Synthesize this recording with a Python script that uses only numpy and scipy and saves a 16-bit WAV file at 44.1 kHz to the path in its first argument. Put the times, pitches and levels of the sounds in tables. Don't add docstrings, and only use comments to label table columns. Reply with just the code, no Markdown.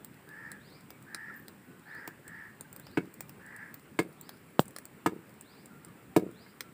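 import sys
import numpy as np
from scipy import signal
from scipy.fft import rfft, irfft
from scipy.io import wavfile
from scipy.ndimage import uniform_filter1d

SR = 44100
rng = np.random.default_rng(int(sys.argv[2]) if len(sys.argv) > 2 else 0)


def transcribe(signal):
    frames = np.atleast_2d(signal).T
    limited = np.clip(frames, -1, 1)
    pcm = np.round(limited * 32767).astype(np.int16)
    wavfile.write(sys.argv[1], SR, pcm)


N = 296793
SHORT_S, LONG_S = np.arange(1024) / SR, np.arange(4096) / SR


def caw(length_s, level_db, top_hz, crest, rattle_hz, hoarse):
    # (frequency [ratio to strongest partial], level [dB])
    partials = [(.5, -17), (.75, -15), (1, 0), (1.25, -20), (2.75, -33), (3, -33)]
    ends_db, sag = -16, .13
    t = np.arange(0, length_s, 1 / SR)
    effort = np.sin(np.pi * np.interp(t / length_s, [0, crest, 1], [0, .5, 1])) ** .4
    hz = top_hz * (1 - sag * (1 - effort))
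    rattle_rad = 2 * np.pi * np.cumsum(rattle_hz * (1 + .15 * hoarse * wobble(len(t), span=500))) / SR
    jitter = .11 * hoarse * wobble(len(t), span=50)
    cycles = np.cumsum(hz * (1 + .06 * np.sin(rattle_rad) + jitter)) / SR
    beats = (1 + .15 * np.cos(rattle_rad - .8)) * amp(3.5 * hoarse * wobble(len(t), span=80))
    voice = sum(amp(db) * np.cos(2 * np.pi * k * cycles) for k, db in partials)
    envelope = amp(level_db + ends_db * (1 - effort)) * signal.windows.tukey(len(t), .05)
    return envelope * unit_rms(voice * beats)


def crow(echo_s):
    # (start [s], length [s], level [dB], top of strongest partial [Hz], effort crest [share of length],
    #  rattle [Hz], hoarseness [0-1])
    caws = [(.27, .305, -48.5, 1760, .62, 77, .37), (1.06, .33, -48, 1780, .6, 78, .35),
            (1.855, .26, -48, 1770, .42, 76, .5), (2.24, .27, -49.5, 1780, .55, 75, .37),
            (3.39, .33, -50, 1800, .68, 74, .62)]
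    out = np.zeros(N)
    for start_s, *call in caws:
        add(out, start_s, caw(*call))
    add(out, echo_s, amp(-13) * out)
    return out


def slap(cup, thud_db, clap_db, crack_db, smack_db, far_db):
    # (frequency [Hz], level [dB], t60 [s])
    cupped_air = [(190, -6, .035), (315, 0, .027), (410, 1, .022), (580, -9, .012)]
    palm_on_dough = [(760, -1, .015), (990, 0, .018), (1310, -2, .015)]
    fingers_on_dough = [(1350, -2, .012), (1650, 1, .012), (2150, 0, .01), (2550, -10, .008)]
    # (delay [s], level [dB])
    near_echoes = [(.0032, -2), (.0098, -4), (.021, -16), (.032, -18)]
    # (delay [s], level [dB])
    far_echoes = [(.06, 0), (.0695, -1), (.08, -5), (.101, -4), (.127, -9)]
    lead_s = .0015
    push = SHORT_S * np.exp(-SHORT_S / .0003)
    fingers = rng.standard_normal(len(SHORT_S)) * push
    tips = rng.standard_normal(len(SHORT_S)) * SHORT_S * np.exp(-SHORT_S / .002)
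    thud = struck(push, np.multiply(cupped_air, [cup, 1, 1]), thud_db)
    clap = struck(fingers, palm_on_dough, clap_db)
    crack = struck(tips, fingers_on_dough, crack_db)
    smack = hiss([(2000, -12), (4000, 0), (9000, -4), (15000, -8)], rise_s=.0015, fade_s=.004)
    bright = clap + amp(smack_db) * smack
    dull = filtered(thud + .2 * clap, 600, "low")
    out = np.zeros(SR // 4)
    add(out, 0, crack)
    add(out, lead_s, .45 * thud + bright)
    for delay_s, db in near_echoes:
        add(out, lead_s + delay_s, amp(db) * (thud + .45 * bright + .6 * crack))
    for delay_s, db in far_echoes:
        add(out, lead_s + delay_s, amp(db + far_db) * dull)
    return out


def dough():
    # (time [s], cupped-air pitch [ratio], thud [dB], clap [dB], crack [dB], smack [dB], far walls [dB])
    slaps = [(2.0745, .85, -37, -36, -40, -55, -20), (2.9718, .95, -14.5, -24, -22, -43, -23),
             (3.9885, 1.1, -14, -19, -21, -28, -23), (5.06, 1.08, -14, -11, -22, -29, -16),
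             (6.1619, 1.05, -7.5, -14, -24, -26, -17), (6.4615, 1, -60, -50, -46, -64, -20)]
    out = np.zeros(N)
    for start_s, *blow in slaps:
        add(out, start_s, slap(*blow))
    return out


def snap(level_db, body_db, edge_db):
    # (from [Hz], to [Hz], gain [dB], fade [s])
    bands = [(7000, 11000, -.5, .0015), (300, 2800, 12, .0022), (2800, 6000, 11.5, .0015),
             (12000, 17000, 8.5, .0017)]
    noise = rng.standard_normal(len(SHORT_S)) * (1 - np.exp(-SHORT_S / .0003))
    levels_db = level_db + np.array([0, body_db, body_db, edge_db])
    return sum(peaked(filtered(noise * np.exp(-SHORT_S / fade_s), [low_hz, high_hz], "band"), db + gain_db)
               for db, (low_hz, high_hz, gain_db, fade_s) in zip(levels_db, bands))


def fire():
    # (time [s], level at 7-11 kHz [dB], relative body under 6 kHz [dB], relative edge at 14 kHz [dB])
    snaps = [(0.0462, -37, -18, -7), (0.2897, -46, -14, -12), (0.5166, -32, -16, -16),
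             (0.9042, -41, -10, -7), (1.025, -49, -19, -12), (1.1462, -28, -9, -16), (1.4819, -38, -9, -9),
             (2.0761, -35, -11, -7), (2.2791, -39, -18, -13), (2.609, -31, -20, -18),
             (2.7281, -39, -20, -9), (2.7625, -38, -17, -8), (2.797, -39, -23, -11), (2.8678, -47, -5, -15),
             (3.1402, -41, -22, -10), (3.2065, -32, -12, -9), (3.2938, -40, -14, -8),
             (3.463, -45, -21, -13), (3.5632, -40, -20, -17), (3.7418, -40, -13, -4),
             (4.2117, -36, -24, -11), (4.292, -35, -11, -10), (4.6557, -42, -23, -15),
             (4.6807, -39, -23, -16), (4.7076, -48, -13, -12), (4.763, -30, -15, -14),
             (4.785, -34, -13, -11), (4.8538, -37, -18, -12), (5.41, -36, -24, -14), (5.658, -40, -20, -13),
             (5.8475, -39, -20, -15), (6.6068, -31, -5, -9)]
    faint_per_s = 2.2
    waits, sizes = rng.exponential(1, (40, 2)).T
    faint = [(s, -55 + 1.8 * size, -13, -10) for s, size in zip(np.cumsum(waits) / faint_per_s, sizes)]
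    out = np.zeros(N)
    for start_s, *levels_db in snaps + faint:
        add(out, start_s, snap(*levels_db))
    return out


def fire_pop(start_s=4.5937, level_db=-4, suction_s=.00072, mic_ring_hz=150, mic_ring_t60_s=.03):
    dip = -np.sin(np.pi * np.clip(LONG_S / suction_s, 0, 1)) ** 2
    t = np.maximum(LONG_S - suction_s, 0)
    mic_ring = amp(-60 * t / mic_ring_t60_s) * np.cos(2 * np.pi * mic_ring_hz * t)
    rise = (1 - np.exp(-t / .00012)) * (.55 * np.exp(-t / .0006) + .45 * mic_ring)
    ripple = .4 * np.exp(-t / .0004) * np.sin(2 * np.pi * 3100 * t)
    spray = amp(-28) * hiss([(1500, -12), (7000, -4), (14000, 0)], rise_s=.002, fade_s=.012)
    out = np.zeros(N)
    add(out, start_s, amp(level_db) * (dip + rise + ripple + spray))
    return out


def small_bird(echo_s, length_s=.125, from_hz=2800, to_hz=5450, loudest_hz=4450):
    # (time [s], direct [dB], echo [dB])
    whistles = [(.576, -70, -67), (1.8, -76, -70), (2.778, -70, -70), (4.158, -70, -73), (5.42, -69, -71),
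                (6.322, -69, -75)]
    out, t = np.zeros(N), np.arange(0, length_s, 1 / SR)
    hz = from_hz + (to_hz - from_hz) * (t / length_s) ** .85
    arch_db = -3.8 * ((hz - loudest_hz) / 1000) ** 2
    sweep = np.sin(2 * np.pi * np.cumsum(hz) / SR) * signal.windows.tukey(len(t), .2)
    for start_s, direct_db, echo_db in whistles:
        tone = sweep * amp(arch_db + 2.5 * wobble(len(t), span=150))
        add(out, start_s, amp(direct_db) * tone)
        add(out, start_s + echo_s, amp(echo_db) * tone)
    return out


def bangles(shake_s=1.39, spread_s=.035, shake_db=-55):
    # (time [s], level [dB], ring [Hz])
    tinkles = [(3.7125, -60, 9610), (3.8242, -59, 9190), (4.0866, -58, 9130), (4.1295, -59, 9620),
               (4.3345, -57, 9600), (4.3675, -57, 10000), (4.4628, -58, 9890), (4.5007, -56, 9820),
               (4.5321, -58, 10500), (4.8194, -58, 10500)]
    # (frequency [Hz], level [dB], t60 [s])
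    stack_modes = [(13300, -8, .05), (13800, -3, .08), (14450, 0, .03)]
    faint = [(rng.uniform(3.3, 5.05), -62, rng.uniform(9100, 10600)) for _ in range(12)]
    slide_s = LONG_S + .0002 * (1 - np.exp(-LONG_S / .006))
    envelope = amp(-60 * LONG_S / .04) * (1 - np.exp(-LONG_S / .003))
    out = np.zeros(N)
    for start_s, db, hz in tinkles + faint:
        add(out, start_s, amp(db) * envelope * np.sin(2 * np.pi * hz * slide_s))
    stack = ring(stack_modes) * (1 - np.exp(-LONG_S / .001))
    for offset in np.sort(rng.standard_normal(7)):
        jingle = stack * wobble(len(LONG_S), span=40)
        add(out, shake_s + spread_s * offset, amp(shake_db - 3 * offset ** 2) * jingle)
    return out


def far_birds():
    # (time [s], length [s], pitch [Hz], level [dB])
    notes = [(.72, .09, 2340, -66), (.875, .12, 2280, -64), (1.298, .014, 1400, -42),
             (1.62, .18, 1500, -64), (2.644, .02, 1560, -56), (2.79, .02, 1560, -56),
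             (2.93, .012, 1630, -56), (3.21, .07, 2370, -65), (4.338, .015, 1400, -58),
             (5.69, .1, 1390, -60), (5.82, .06, 1390, -64), (5.95, .08, 1350, -65), (6.1, .06, 780, -62),
             (6.25, .08, 1400, -62), (6.62, .1, 1350, -60)]
    out = np.zeros(N)
    for start_s, length_s, hz, db in notes:
        size = round(length_s * SR)
        cycles = np.cumsum(hz * (1 + .012 * wobble(size, span=120))) / SR
        add(out, start_s, amp(db) * np.sin(2 * np.pi * cycles) * signal.windows.tukey(size, .6))
    return out


def background_hum(rms_db=-55):
    # (frequency [Hz], spectral density [dB])
    spectrum = [(25, -32), (45, -27), (100, 1), (170, 3), (270, 0), (420, -5), (650, -13), (900, -12),
                (1800, -12.5), (2600, -17.5), (3300, -24), (4500, -28), (6000, -29), (15400, -28.5),
                (15650, -90)]
    frames, hz = N // 256 + 5, np.fft.rfftfreq(1024, 1 / SR)[:, None]
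    real, imag, patches = rng.standard_normal((frames, 513, 3)).T
    patches = unit_rms(uniform_filter1d(uniform_filter1d(patches, 8, 0), 10, 1))
    patch_db = 2.2 * patches / (1 + hz / 3500)
    swell_db = 1.8 * unit_rms(wobble(frames, span=14)) / (1 + hz / 400)
    spectra = (real + 1j * imag) * amp(curve_db(spectrum, hz) + patch_db + swell_db)
    return amp(rms_db) * unit_rms(signal.istft(spectra, nperseg=1024, noverlap=768)[1][:N])


def yard(x, t60_s, delay_s):
    at = np.arange(1000) * 21 + rng.integers(0, 21, 1000)
    taps = np.zeros(SR)
    taps[at + round(delay_s * SR)] = rng.choice([-1., 1.], 1000) * amp(-60 * at / SR / t60_s)
    return signal.oaconvolve(x, taps / np.linalg.norm(taps))[:N]


def ring(modes):
    return sum(amp(db - 60 * LONG_S / t60_s) * np.sin(2 * np.pi * hz * LONG_S) for hz, db, t60_s in modes)


def struck(blow, modes, peak_db):
    rung = signal.oaconvolve(blow, ring(modes))[:len(LONG_S)]
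    return peaked(filtered(rung, 200, "high"), peak_db)


def hiss(spectrum, rise_s, fade_s):
    gain = amp(curve_db(spectrum, np.fft.rfftfreq(len(LONG_S), 1 / SR)))
    noise = unit_rms(irfft(rfft(rng.standard_normal(len(LONG_S))) * gain))
    return noise * (1 - np.exp(-LONG_S / rise_s)) * np.exp(-LONG_S / fade_s)


def wobble(size, span):
    noise = rng.standard_normal(SR // 2)
    return unit_rms(uniform_filter1d(uniform_filter1d(noise, span), span))[:size]


def amp(db):
    return 10 ** (np.asarray(db) / 20)


def unit_rms(x):
    return x / np.sqrt(np.mean(x ** 2) + 1e-20)


def peaked(x, db):
    return amp(db) * x / abs(x).max()


def filtered(x, hz, kind):
    return signal.lfilter(*signal.butter(2, hz, kind, fs=SR), x)


def curve_db(points, hz):
    points_hz, points_db = np.transpose(points)
    return np.interp(np.log(hz + 1), np.log(points_hz + 1), points_db)


def add(mix, start_s, sound):
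    part = mix[round(start_s * SR):][:len(sound)]
    part += sound[:len(part)]


def scene():
    wall_echo_s = .076
    caws, snaps, pop, slaps = crow(wall_echo_s), fire(), fire_pop(), dough()
    far = caws + amp(-6) * yard(caws, t60_s=.25, delay_s=.004) + far_birds()
    whistles = small_bird(wall_echo_s)
    far += whistles + amp(4) * yard(whistles, t60_s=.3, delay_s=.004)
    near = snaps + amp(-11) * yard(snaps, t60_s=.08, delay_s=.002)
    near += pop + amp(-24) * yard(pop, t60_s=.1, delay_s=.006)
    near += slaps + amp(-13) * yard(slaps, t60_s=.11, delay_s=.002)
    near += amp(-22) * yard(filtered(slaps, 600, "low"), t60_s=.45, delay_s=.03)
    return (far + near + bangles() + background_hum())[None]


def record(dry, limit_hz=16750):
    # (frequency [Hz], gain [dB])
    response = [(20, -12), (120, 0), (5000, 0), (6300, -6), (7600, 6), (9000, 5), (10500, -2), (13700, 0),
                (15200, 11), (15500, -10), (16500, -14)]
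    log_gain = np.log(amp(curve_db(response, abs(np.fft.fftfreq(8192, 1 / SR)))))
    taps = np.fft.ifft(np.exp(np.conj(signal.hilbert(log_gain)))).real[:len(LONG_S)]
    coloured = signal.oaconvolve(dry, taps[None])[:, :N]
    lowpass = signal.firwin(511, limit_hz, window=("kaiser", 9), fs=SR)
    return signal.oaconvolve(coloured, lowpass[None], "same")


dry = scene()
out = record(dry)
transcribe(out)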